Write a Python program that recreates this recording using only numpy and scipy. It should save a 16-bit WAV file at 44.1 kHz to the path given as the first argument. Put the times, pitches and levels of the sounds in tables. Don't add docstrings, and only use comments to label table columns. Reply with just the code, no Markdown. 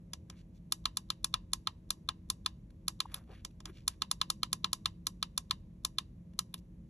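import sys
import numpy as np
from scipy import signal
from scipy.fft import rfft, irfft, next_fast_len
from scipy.io import wavfile
from scipy.ndimage import uniform_filter1d

SR = 44100
rng = np.random.default_rng(int(sys.argv[2]) if len(sys.argv) > 2 else 0)


def to_wav(sig):
    pcm = np.clip(np.atleast_2d(sig), -1, 1) * 32767
    pcm = np.round(pcm).astype(np.int16)
    wavfile.write(sys.argv[1], SR, pcm.T)


N = 303849
TIME = np.arange(N) / SR
CLICK_SAMPLES, RUB_SAMPLES = 4096, 16384

# start_s, level_db, brightness_db_per_octave
BUTTON_PRESSES = [(.7217, -1.5, 0.6), (.9702, -5, -0.5), (1.2436, -3, -0.5), (1.5326, -2.5, -0.2),
                  (1.9044, -3, -0.5), (2.3002, -3.5, 0), (2.8804, -2.5, -0.4), (3.8783, -1.15, -0.3),
                  (4.1126, -2.1, -0.5), (4.3009, -2, 0), (4.529, -2.5, -1), (4.73, -2, -0.1),
                  (5.0681, -3.5, 0), (5.3766, -3.5, -0.5), (5.8485, -3, -0.3), (6.3898, -2.5, -0.6)]
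# start_s, level_db, brightness_db_per_octave
BUTTON_RELEASES = [(.855, 1.3, 0.1), (1.102, -1.3, 1.4), (1.3397, 1.4, -0.54), (1.6713, -1, -0.85),
                   (2.0883, -1, -1.4), (2.4605, 0.8, 0.4), (3.003, 0.5, 1.95), (4.0193, -0.04, 0.1),
                   (4.2138, 2.5, 0.5), (4.431, .5, 1), (4.6436, 1.3, -0.8), (4.857, 1.3, 0.5),
                   (5.2267, -0.6, 0.5), (5.5089, 1.76, 0.4), (5.984, -0.5, 1.8)]
# start_s, level_db, brightness_db_per_octave
SIDE_BUTTON_CLICKS = [(0.1333, -8.5, 0), (.2988, -16.5, -1.8), (3.4484, -9, .5), (3.6029, -23, -3),
                      (3.655, -11.5, -1.4)]
# start_s, level_db, brightness_db_per_octave
SLOW_RELEASES = [(3.1422, -10, 0), (6.5404, -13, -1.6)]
# delay_s, level_db, hardness_hz
PRESS_HITS = [(.00014, 6.3, 9200), (.00119, 10.4, 9300)]
RELEASE_HITS = [(.0001, 13.7, 2900), (.00115, 17.6, 3090)]
# pitch_hz, gain_db
PRESS_TONE = [(800, 1.5), (1300, 1.5), (3000, -0.5), (4400, 0.5), (5100, 2.5), (6000, 4), (10500, 1),
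              (13000, 2.5)]
RELEASE_TONE = [(800, -4), (1300, -2.5), (3000, 0), (4500, 0), (6000, -2.1), (10500, -3)]
SIDE_TONE = [(700, 10), (1100, -4), (2400, 1), (4500, -3.5), (6000, 1.5), (10500, -7)]
SLOW_TONE = [(700, 8), (1300, -3.5), (2400, 5), (3700, 3.5), (6000, -4.5), (8500, -4), (10500, 5),
             (13500, 6)]
# pitch_hz, level_db, ring_s (time to fade by 60 dB)
CASE_NOTES = [(1040, -52, .036), (1320, -41.5, .023), (1670, -53.5, .017), (2400, -46.5, .025),
              (2840, -58, .03), (3180, -35.5, .014), (3545, -29.5, .0085), (4190, -41.5, .024),
              (4850, -36.5, .014), (5480, -34, .013), (6050, -33, .0099), (6260, -34.5, .012),
              (6700, -43, .018), (7270, -33, .016), (8084, -37.5, .014), (8996, -28, .012),
              (9980, -30.5, .011), (10260, -29, .013), (11070, -28.5, .012), (11860, -35.5, .012),
              (12986, -40.5, .009), (14860, -42, .007)]

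# middle_s, length_s, level_db, pitch_hz
THUMB_SLIDES = [(0.333, 0.06, -73.5, 1390), (0.39, 0.04, -69.5, 3020), (0.564, 0.026, -75.5, 4500),
                (3.128, 0.092, -69.5, 1700), (3.164, 0.065, -60, 885), (3.164, 0.029, -59, 4800),
                (3.352, 0.078, -65, 2070), (3.684, 0.035, -60, 1250), (3.778, .06, -65.5, 2930),
                (3.915, 0.044, -69, 2380), (6.585, 0.015, -66, 5070)]
# middle_s, length_s, level_db, pitch_hz, width_octaves
FINGER_BUMPS = [(3.057, 0.0038, -41.5, 990, .21), (3.312, 0.04, -58, 416, 1), (3.693, .022, -53, 342, 0.15)]
# middle_s, level_db
KEY_CAP_TICKS = [(2.707, -66.5), (3.12, -59), (3.239, -73.5), (3.51, -69), (6.337, -68.5)]

# delay_s, level_db
CLOSE_ECHOES = [(.00173, -14.5), (.00253, -23), (.00563, -26)]
# pitch_hz, gain_db
ROOM_TONE = [(400, -5), (820, -9.5), (1020, 4.5), (1300, -3), (2000, -13.5), (2600, -5.5), (3500, 0),
             (7000, -3), (11000, 2.5), (12500, -10.5), (14000, -25.5)]
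# pitch_hz, level_db
HUM_NOTES = [(172, -61), (321.5, -71.5), (532, -82), (635, -87)]
# time_s, gain_db
HUM_SWELL = [(0, 0), (3.7, -1.6), (4.2, 2), (4.8, 2), (5.15, 0), (6.89, 0)]
# pitch_hz, level_db (per hertz of width)
ROOM_NOISE = [(20, -104), (32, -84.5), (41, -69.5), (70, -74), (135, -78), (200, -77), (270, -89),
              (420, -97), (780, -110), (1000, -109), (1400, -119), (2400, -119.5), (5000, -126),
              (11500, -125.5), (13000, -142)]

# pitch_hz, left_minus_right_db
SIDE_BALANCE = [(200, -.3), (400, 4), (620, -1), (860, 7), (1250, -3), (1600, 1), (2450, 2), (3200, -3),
                (3500, 4), (4100, 0), (5000, -4), (5500, 0)]
# pitch_hz, lag_radians
RIGHT_LAG = [(250, 0), (500, -.6), (800, .1), (1150, -.55), (1700, 0), (2600, .4), (3000, 1.4), (3800, .75),
             (4400, 1.3), (4900, 3.1), (5300, 5.2), (6100, 6.3), (9000, 9.4), (12300, 12.5), (16000, 15.5)]
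# pitch_hz, likeness (0 to 1)
SIDE_LIKENESS = [(60, .998), (170, .99), (340, .88), (500, .4), (700, 0), (1300, 0), (1750, .85),
                 (2800, .2), (4200, .5), (5300, .6), (5900, .98), (7300, .7), (9000, .98), (10800, .72),
                 (12000, .9), (14000, .2)]


def button(clicks, hits, tone, dome_db, dome_hz, dome_ring_s, knock_db, knock_hz, creak_db):
    sound, forces = np.zeros(N), np.zeros(N)
    lead = CLICK_SAMPLES // 4
    tap = signal.unit_impulse(CLICK_SAMPLES, lead)
    for start_s, level_db, brightness in clicks:
        travel = 1 + 0.018 * rng.standard_normal()
        force = filtered(tap, lambda hz: sum(
            from_db(db) * delay(hz, delay_s * travel) / (1 + 1j * hz / hardness_hz) ** 2
            for delay_s, db, hardness_hz in hits))
        early = round(rng.uniform(.008, .015) * SR)
        force = force + from_db(creak_db) * np.roll(force, -early)
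        burst = ring(tap, dome_hz, dome_ring_s)
        dome = from_db(dome_db) * ring(burst, dome_hz, dome_ring_s)
        knock = from_db(knock_db) * ring(force, knock_hz, ring_s=0.0076)
        click_tone = [(hz, level_db + db + brightness * np.log2(hz / 3500)) for hz, db in tone]
        start = round(start_s * SR) - lead
        add(sound, with_tone(plastic_case(force) + dome + knock, click_tone), start)
        add(forces, with_tone(force, click_tone), start)
    return np.array([sound, forces])


def plastic_case(force, spread_db=1.0):
    changes_db = spread_db * rng.standard_normal(len(CASE_NOTES))
    return sum((-1) ** k * from_db(db + changes_db[k]) * ring(force, hz, ring_s)
               for k, (hz, db, ring_s) in enumerate(CASE_NOTES))


def handling():
    touches = [(middle_s, db, skin_rub(length_s, hz, octaves=.85, case_db=-13.5))
               for middle_s, length_s, db, hz in THUMB_SLIDES]
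    touches += [(middle_s, db, skin_rub(length_s, hz, octaves, case_db=-35))
                for middle_s, length_s, db, hz, octaves in FINGER_BUMPS]
    touches += [(middle_s, db, skin_rub(length_s=0.004, pitch_hz=2300, octaves=1.0, case_db=-6))
                for middle_s, db in KEY_CAP_TICKS]
    out = np.zeros(N)
    for middle_s, db, sound in touches:
        add(out, from_db(db) * sound, round(middle_s * SR) - RUB_SAMPLES // 2)
    return out


def skin_rub(length_s, pitch_hz, octaves, case_db, grain_db=3.0):
    t = (np.arange(RUB_SAMPLES) - RUB_SAMPLES // 2) / SR
    grip = uniform_filter1d(rng.standard_normal(RUB_SAMPLES), size=150)
    slips = rng.standard_normal(RUB_SAMPLES) * from_db(grain_db * grip / grip.std())
    swell = np.exp(-2 * (t / length_s) ** 2)
    skin = band(slips, pitch_hz, octaves) * swell
    sound = skin + from_db(case_db) * plastic_case(slips * swell)
    return sound * np.linalg.norm(swell) / np.linalg.norm(sound)


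def close_sound(sound):
    echoed = filtered(sound, lambda hz: 1 + sum(from_db(db) * delay(hz, s) for s, db in CLOSE_ECHOES))
    return filtered(echoed, lambda hz: from_db(np.outer([1, -1], at_hz(SIDE_BALANCE, hz)) / 2))


def room_echo(force, near_ring_s=.085, far_ring_s=.32, near_db=-20.5, far_db=-37.5, rise_s=0.0018):
    t = TIME[:SR // 3]
    rise = 1 - np.exp(-(t / rise_s) ** 4)
    near, far = [from_db(-60 * t / ring_s) * rise for ring_s in (near_ring_s, far_ring_s)]
    fade = np.hypot(from_db(near_db) * near / np.linalg.norm(near),
                    from_db(far_db) * far / np.linalg.norm(far))
    paths = noise_all_around(N + len(t))
    out = np.zeros((2, N))
    for start_s, *_ in [*BUTTON_PRESSES, *BUTTON_RELEASES, *SIDE_BUTTON_CLICKS, *SLOW_RELEASES]:
        start = round(start_s * SR) - 64
        blow = force[start:start + 256]
        for side in range(2):
            echo = fade * paths[side, start:start + len(t)]
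            add(out[side], signal.fftconvolve(blow, echo), start)
    return with_tone(out, ROOM_TONE)


def hum_and_hiss(waver_depth=0.32, waver_hz=4):
    out = with_tone(noise_all_around(N), ROOM_NOISE) * np.sqrt(SR / 2)
    for pitch_hz, db in HUM_NOTES:
        waver = filtered(rng.standard_normal(N), lambda hz: np.exp(-(hz / waver_hz) ** 2))
        waver = waver_depth * waver / waver.std()
        phase = 2 * np.pi * pitch_hz * TIME + 2 * waver[::-1]
        out += np.sqrt(2) * from_db(db) * (1 + waver) * np.sin(phase)
    swell = from_db(np.interp(TIME, *np.transpose(HUM_SWELL)))
    return out + (swell - 1) * band(out, pitch_hz=192, octaves=0.37)


def noise_all_around(samples):
    shared, apart = rng.standard_normal((2, samples))
    shared = filtered(shared, lambda hz: np.sqrt((1 + at_hz(SIDE_LIKENESS, hz)) / 2))
    apart = filtered(apart, lambda hz: np.sqrt((1 - at_hz(SIDE_LIKENESS, hz)) / 2))
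    return np.array([shared + apart, shared - apart])


def lag_right(pair):
    left, right = pair
    return np.array([left, filtered(right, lambda hz: np.exp(-1j * at_hz(RIGHT_LAG, hz)))])


def ring(force, pitch_hz, ring_s):
    fade = from_db(-60 / (ring_s * SR))
    turn = 2 * np.pi * pitch_hz / SR
    return signal.lfilter([0, np.sin(turn)], [1, -2 * fade * np.cos(turn), fade * fade], force + 1e-18)


def filtered(sound, gain_at):
    size = next_fast_len(sound.shape[-1] + CLICK_SAMPLES)
    hz = np.arange(size // 2 + 1) * SR / size
    return irfft(rfft(sound, size) * gain_at(hz), size)[..., :sound.shape[-1]]


def with_tone(sound, table):
    return filtered(sound, lambda hz: from_db(at_hz(table, hz)))


def band(sound, pitch_hz, octaves):
    return filtered(sound, lambda hz: np.exp(-.5 * (np.log2((hz + 1) / pitch_hz) / octaves) ** 2))


def delay(hz, seconds):
    return np.exp(-2j * np.pi * hz * seconds)


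def at_hz(table, hz):
    pitches, values = np.transpose(table)
    return np.interp(np.log(hz + 1e-6), np.log(pitches), values)


def from_db(db):
    return 10 ** (np.asarray(db) / 20)


def add(out, sound, start):
    out[start:start + len(sound)] += sound[:len(out) - start]


def scene():
    down = button(BUTTON_PRESSES, PRESS_HITS, PRESS_TONE, dome_db=-42.5, dome_hz=4243,
                  dome_ring_s=.0067, knock_db=-49.5, knock_hz=445, creak_db=-45)
    up = button(BUTTON_RELEASES, RELEASE_HITS, RELEASE_TONE, dome_db=-44, dome_hz=4216,
                dome_ring_s=.0074, knock_db=-59.5, knock_hz=426, creak_db=-42.5)
    side = button(SIDE_BUTTON_CLICKS, PRESS_HITS, SIDE_TONE, dome_db=-42.5, dome_hz=3740,
                  dome_ring_s=.0066, knock_db=-49, knock_hz=1830, creak_db=-44)
    slow = button(SLOW_RELEASES, PRESS_HITS, SLOW_TONE, dome_db=-36.5, dome_hz=3840,
                  dome_ring_s=.0038, knock_db=-51.5, knock_hz=1800, creak_db=-39)
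    clicks, force = down + up + side + slow
    return lag_right(close_sound(clicks + handling()) + room_echo(force) + hum_and_hiss())


def record(dry):
    cutoff_hz = 16300
    return signal.sosfiltfilt(signal.ellip(10, .05, 60, cutoff_hz, fs=SR, output="sos"), dry)


dry = scene()
out = record(dry)
to_wav(out)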